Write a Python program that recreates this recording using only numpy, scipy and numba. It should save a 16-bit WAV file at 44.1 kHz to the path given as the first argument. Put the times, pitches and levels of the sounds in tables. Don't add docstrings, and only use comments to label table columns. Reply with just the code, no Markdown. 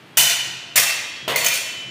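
import sys
import numpy as np
from scipy import signal
from scipy.fft import rfft, irfft, next_fast_len
from scipy.io import wavfile
from scipy.ndimage import uniform_filter1d
from numba import njit

SR = 44100
rng = np.random.default_rng(int(sys.argv[2]) if len(sys.argv) > 2 else 0)


def master_out(mix):
    frames = np.transpose(np.atleast_2d(mix))
    ceiling = np.clip(frames, -1, 1)
    pcm = np.round(ceiling * 32767).astype(np.int16)
    wavfile.write(sys.argv[1], SR, pcm)


N = 83790
SIZE = next_fast_len(2 * N)
FREQ_HZ = np.maximum(np.arange(SIZE // 2 + 1) * SR / SIZE, 1.)
TIME_S = np.arange(N) / SR

# frequency in Hz, relative density in dB per Hz.
AIR_SPECTRUM = [(30, -22), (60, -19), (110, 1), (160, -5), (350, -5), (500, -9.5), (700, -12), (1500, -12),
                (3000, -14.5), (6000, -29), (15000, -39)]
# start in seconds, crack level in dB, its lift below 1 kHz in dB, its lift above
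# 5 kHz in dB, contact decay in seconds, first blade in dB, second blade in dB, near wall echoes in dB,
# far wall echo in dB, brightest spot in Hz, lift of that spot in dB.
CLASHES = [(0.1711, -2.5, -11, 2, 0.011, -22, -45, -15, 4, 2900, 6.5),
           (0.7575, -1, -7.5, 0.5, 0.0061, -27.5, -26, 2, 1.5, 2070, 3.5),
           (1.3594, -5, -7, 2, 0.0024, -29, -29.5, -4.5, -10, 2080, 25.5),
           (1.444, -11.5, -10, -0.5, 0.0071, -25, -32.5, 5.5, -3, 2240, 4),
           (1.4635, -12, -16, -2.5, 0.0031, -39, -44, 4, -9, 6370, 26.5),
           (1.534, -18, -73, 0, 0.011, -47, -46, 0, -2, 7300, 1)]
FIRST_BLADE_HZ = 674, 1375, 2150, 2406, 3016, 3698, 4433, 5329, 5760, 5975, 7125, 8080, 11680, 15140
SECOND_BLADE_HZ = 1870, 2070, 2205, 2435, 2681, 3270, 3753, 4100, 5640, 6755, 7714, 9060
# relative level in dB, t60 in seconds.
FIRST_BLADE_MODES = [(-8, 0.25), (-18, 0.055), (-16.5, 0.29), (-10, 0.26), (1, 0.094), (-3.5, 0.067),
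                     (0, 0.3), (-8, 0.45), (1, 0.17), (-19, .15), (-2, 0.6), (-21, .07), (-6, 0.13),
                     (6, 0.14)]
SECOND_BLADE_MODES = [(-6.5, 0.32), (-2, .1), (-15, 0.3), (3, 0.42), (-3.5, 0.71), (-4, .2), (-4, 0.23),
                      (-4, 0.13), (-20, 0.18), (-16, .15), (-12, 0.23), (2, 0.029)]
# frequency in Hz, relative density in dB per Hz.
CRACK_SPECTRUM = [(100, -50), (300, -22), (600, 6), (1200, -2), (2000, 2.5), (3000, 2.5), (4800, 0.5),
                  (6500, 3.5), (7500, 0.5), (8500, 3), (11000, -2), (15000, 2)]
LONG_RING_HZ = 3017, 3292, 2681
# time in seconds, then RMS level in dB of the
# 3.0 kHz, 3.3 kHz and 2.7 kHz rings.
LONG_RING_LEVELS = [(0, -92, -91, -73), (0.168, -70, -53, -75), (0.182, -21.5, -57, -60),
                    (0.27, -17.5, -57, -50), (0.34, -40, -60, -46), (0.4, -24, -62, -55),
                    (0.47, -37, -66, -56), (0.6, -48, -79, -48), (0.72, -42, -73, -52),
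                    (0.802, -64, -47, -39), (0.888, -55, -53, -22), (1.05, -40, -42, -41.5),
                    (1.15, -47, -45, -40.5), (1.26, -48, -38.5, -55), (1.302, -60, -65, -43),
                    (1.45, -45, -71, -62), (1.6, -61, -33, -62), (1.7, -36.5, -59, -57),
                    (1.8, -33, -71, -49), (1.9, -37.5, -55, -65)]
# start in seconds, level in dB.
STEPS = [(0.188, -28), (0.47, -35.5), (0.778, -31.5), (1.227, -34.5), (1.302, -35), (1.798, -48),
         (1.858, -34.5)]
# frequency in Hz, relative level in dB, t60 in seconds.
BOARD_MODES = [(130.7, -5, 0.48), (179.3, -8, 0.36), (240, -26, 0.3), (340, -8, 0.16)]
# start in seconds, level in dB, crack lift above 5 kHz in dB.
PAD_HITS = [(1.2786, -5, -13)]
# frequency in Hz, relative level in dB, t60 in seconds.
PAD_MODES = [(470, -6.5, 0.24), (538, 0, 0.09), (634, 1, 0.073), (690, -5, 0.091), (729, -24, 0.21),
             (970, -6.5, 0.052), (191, -19, 0.084)]
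# frequency in Hz, t60 in seconds.
HALL_T60 = [(100, 1.3), (300, 0.74), (700, 1.15), (1800, 1.13), (3000, 1.27), (5000, 0.96), (8000, 0.63),
            (12800, 0.48), (16000, 0.15)]
# delay in seconds, level in dB, smear in seconds.
ECHOES = [(.016, 2.5, 0.0044), (0.036, -1, 0.003), (.064, -1, 0.008), (0.114, 2.5, 0.021)]

AIR_RMS_DB = -45.5
MODE_SCATTER_DB, BLADE_TO_HALL_DB = 2.5, -6
FLUTTER_KNOTS_HZ, FLUTTER_DB = 30.45, 5
CRACK_RISE_S, SPOT_WIDTH_OCTAVES = .0022, .12
CLANG_DB, CLANG_STEP_HZ = 3, 90
STEP_SMOOTH_S = 0.00055
PAD_RING_DB, PAD_CONTACT_S = -18, 0.0043
FAR_WALL_S = .08
TAIL_DB, TAIL_RISE_S = 10, 0.004
SPARSE_DB, SPARSE_S = 3, .04
MIC_LOW_HZ, TOP_HZ = 103, 15450
THRESHOLD_DB, RATIO, GRAB_S, LET_GO_S = -23, 1.162, 0.002, 0.15
HEADROOM = 1.1


def undb(db):
    return 10 ** (np.asarray(db) / 20)


def read_log_hz(table, hz):
    a = np.array(table, float)
    return np.interp(np.log(hz), np.log(a[:, 0]), a[:, 1])


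def colour(x, db):
    return irfft(rfft(x, SIZE) * undb(db), SIZE)[:N]


def noise_curve(at, knots):
    return np.interp(at, knots, rng.standard_normal(len(knots)))


def air():
    x = colour(rng.standard_normal(N), read_log_hz(AIR_SPECTRUM, FREQ_HZ))
    return x * undb(AIR_RMS_DB) / np.sqrt(np.mean(x ** 2))


def ring(modes, start_s, level_db, flutter_db=0.):
    t = np.maximum(TIME_S - start_s, 0)
    draws = rng.standard_normal((len(modes), 2))
    knots_s = np.arange(0, TIME_S[-1] + .1, 1 / FLUTTER_KNOTS_HZ)
    out = np.zeros(N)
    for (hz, mode_db, t60_s), (strength, detune) in zip(modes, draws):
        gain_db = level_db + mode_db + MODE_SCATTER_DB * strength
        gain_db = gain_db + flutter_db * noise_curve(TIME_S, knots_s)
        decay = np.exp(-np.log(1000) * t / t60_s)
        out += undb(gain_db) * decay * np.sin(2 * np.pi * hz * (1 + 0.00017 * detune) * t)
    return (TIME_S > start_s) * out


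def crack(start_s, decay_s, level_db, low_db, high_db, spot_hz, spot_db):
    t = np.maximum(TIME_S - start_s, 0)
    shape = (1 - np.exp(-t / CRACK_RISE_S)) * np.exp(-t / max(decay_s, 1e-3))
    tilt = [(800, low_db), (1500, 0.0057), (3500, 0), (6000, high_db)]
    tone_db = level_db + read_log_hz(CRACK_SPECTRUM, FREQ_HZ) + read_log_hz(tilt, FREQ_HZ)
    clang_db = CLANG_DB * noise_curve(FREQ_HZ, np.arange(0, SR / 2 + CLANG_STEP_HZ, CLANG_STEP_HZ))
    lift_db = spot_db * np.exp(-(np.log2(FREQ_HZ / spot_hz) / SPOT_WIDTH_OCTAVES) ** 2)
    impulse = np.sqrt(np.sum(shape ** 2)) * (np.arange(N) == int((start_s + CRACK_RISE_S) * SR))
    burst = colour(rng.standard_normal(N) * shape, tone_db + lift_db)
    click = colour(impulse, tone_db + clang_db + lift_db / 2)
    return burst, np.where(TIME_S > start_s, click, 0)


def hall(x, wet_db, near_db=0., far_db=0.):
    shape = (1 - np.exp(-TIME_S / TAIL_RISE_S)) * undb(TAIL_DB) / np.sqrt(SR / 10)
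    for delay_s, db, smear_s in ECHOES:
        late = np.maximum(TIME_S - delay_s, 0) / smear_s
        wall_db = far_db if delay_s > FAR_WALL_S else near_db
        echo = undb(db + wall_db) * late * np.exp(-late) * 2 / np.sqrt(smear_s * SR)
        shape = np.hypot(shape, echo)
    noise, tail = rfft(rng.standard_normal(N), SIZE), np.zeros(N)
    for hz in 50 * 2 ** np.arange(0, 8.6, .5):
        weight = np.clip(1 - np.abs(np.log2(FREQ_HZ / hz)) * 2, 0, 1)
        band = irfft(noise * weight, SIZE)[:N]
        tail += band * np.exp(-np.log(1000) * TIME_S / read_log_hz(HALL_T60, hz))
    sparse_db = SPARSE_DB * np.exp(-TIME_S / SPARSE_S) * noise_curve(TIME_S, TIME_S[::44])
    response = tail * shape * undb(sparse_db)
    return undb(wet_db) * irfft(rfft(x, SIZE) * rfft(response, SIZE), SIZE)[:N]


def clashes():
    first = [(hz, *mode) for hz, mode in zip(FIRST_BLADE_HZ, FIRST_BLADE_MODES)]
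    second = [(hz, *mode) for hz, mode in zip(SECOND_BLADE_HZ, SECOND_BLADE_MODES)]
    out = np.zeros(N)
    for (start_s, crack_db, low_db, high_db, decay_s, first_db, second_db,
         near_db, far_db, spot_hz, spot_db) in CLASHES:
        blades = ring(first, start_s, first_db, FLUTTER_DB) + ring(second, start_s, second_db, FLUTTER_DB)
        burst, click = crack(start_s, decay_s, crack_db, low_db, high_db, spot_hz, spot_db)
        out += burst + blades + hall(click + undb(BLADE_TO_HALL_DB) * blades, 0, near_db, far_db)
    return out


def long_rings():
    levels = np.array(LONG_RING_LEVELS)
    out = np.zeros(N)
    for k, hz in enumerate(LONG_RING_HZ):
        rms = undb(np.interp(TIME_S, levels[:, 0], levels[:, k + 1]))
        out += np.sqrt(2) * rms * np.sin(2 * np.pi * hz * TIME_S + 2 * np.pi * rng.random())
    return out


def feet():
    boards = sum(ring(BOARD_MODES, start_s, db) for start_s, db in STEPS)
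    thumps = uniform_filter1d(boards, max(int(STEP_SMOOTH_S * SR), 1))
    return thumps + hall(thumps, -15.5)


def padding():
    out = np.zeros(N)
    for start_s, db, high_db in PAD_HITS:
        body = ring(PAD_MODES, start_s, db + PAD_RING_DB)
        burst, click = crack(start_s, PAD_CONTACT_S, db, 3.5, high_db, 450, 4.8)
        out += body + burst + hall(click + undb(-5.5) * body, 0, -1.5, -1.5)
    return out


def scene():
    return (clashes() + long_rings() + padding() + feet() + air())[None]


@njit
def follow(x, grab, let_go):
    level, out = 0., np.empty(len(x))
    for i in range(len(x)):
        size = abs(x[i])
        level += (size - level) * (grab if size > level else let_go)
        out[i] = level
    return out


def record(dry):
    dry = signal.sosfilt(signal.butter(3, MIC_LOW_HZ, "high", fs=SR, output="sos"), dry)
    level = follow(dry[0], 1 / (GRAB_S * SR), 1 / (LET_GO_S * SR))
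    threshold = undb(THRESHOLD_DB)
    gain = (threshold / np.maximum(level, threshold)) ** (1 - 1 / max(RATIO, 1))
    rounded = HEADROOM * np.tanh(dry * gain / HEADROOM)
    return signal.sosfilt(signal.ellip(10, .2, 70, TOP_HZ, fs=SR, output="sos"), rounded)


dry = scene()
out = record(dry)
master_out(out)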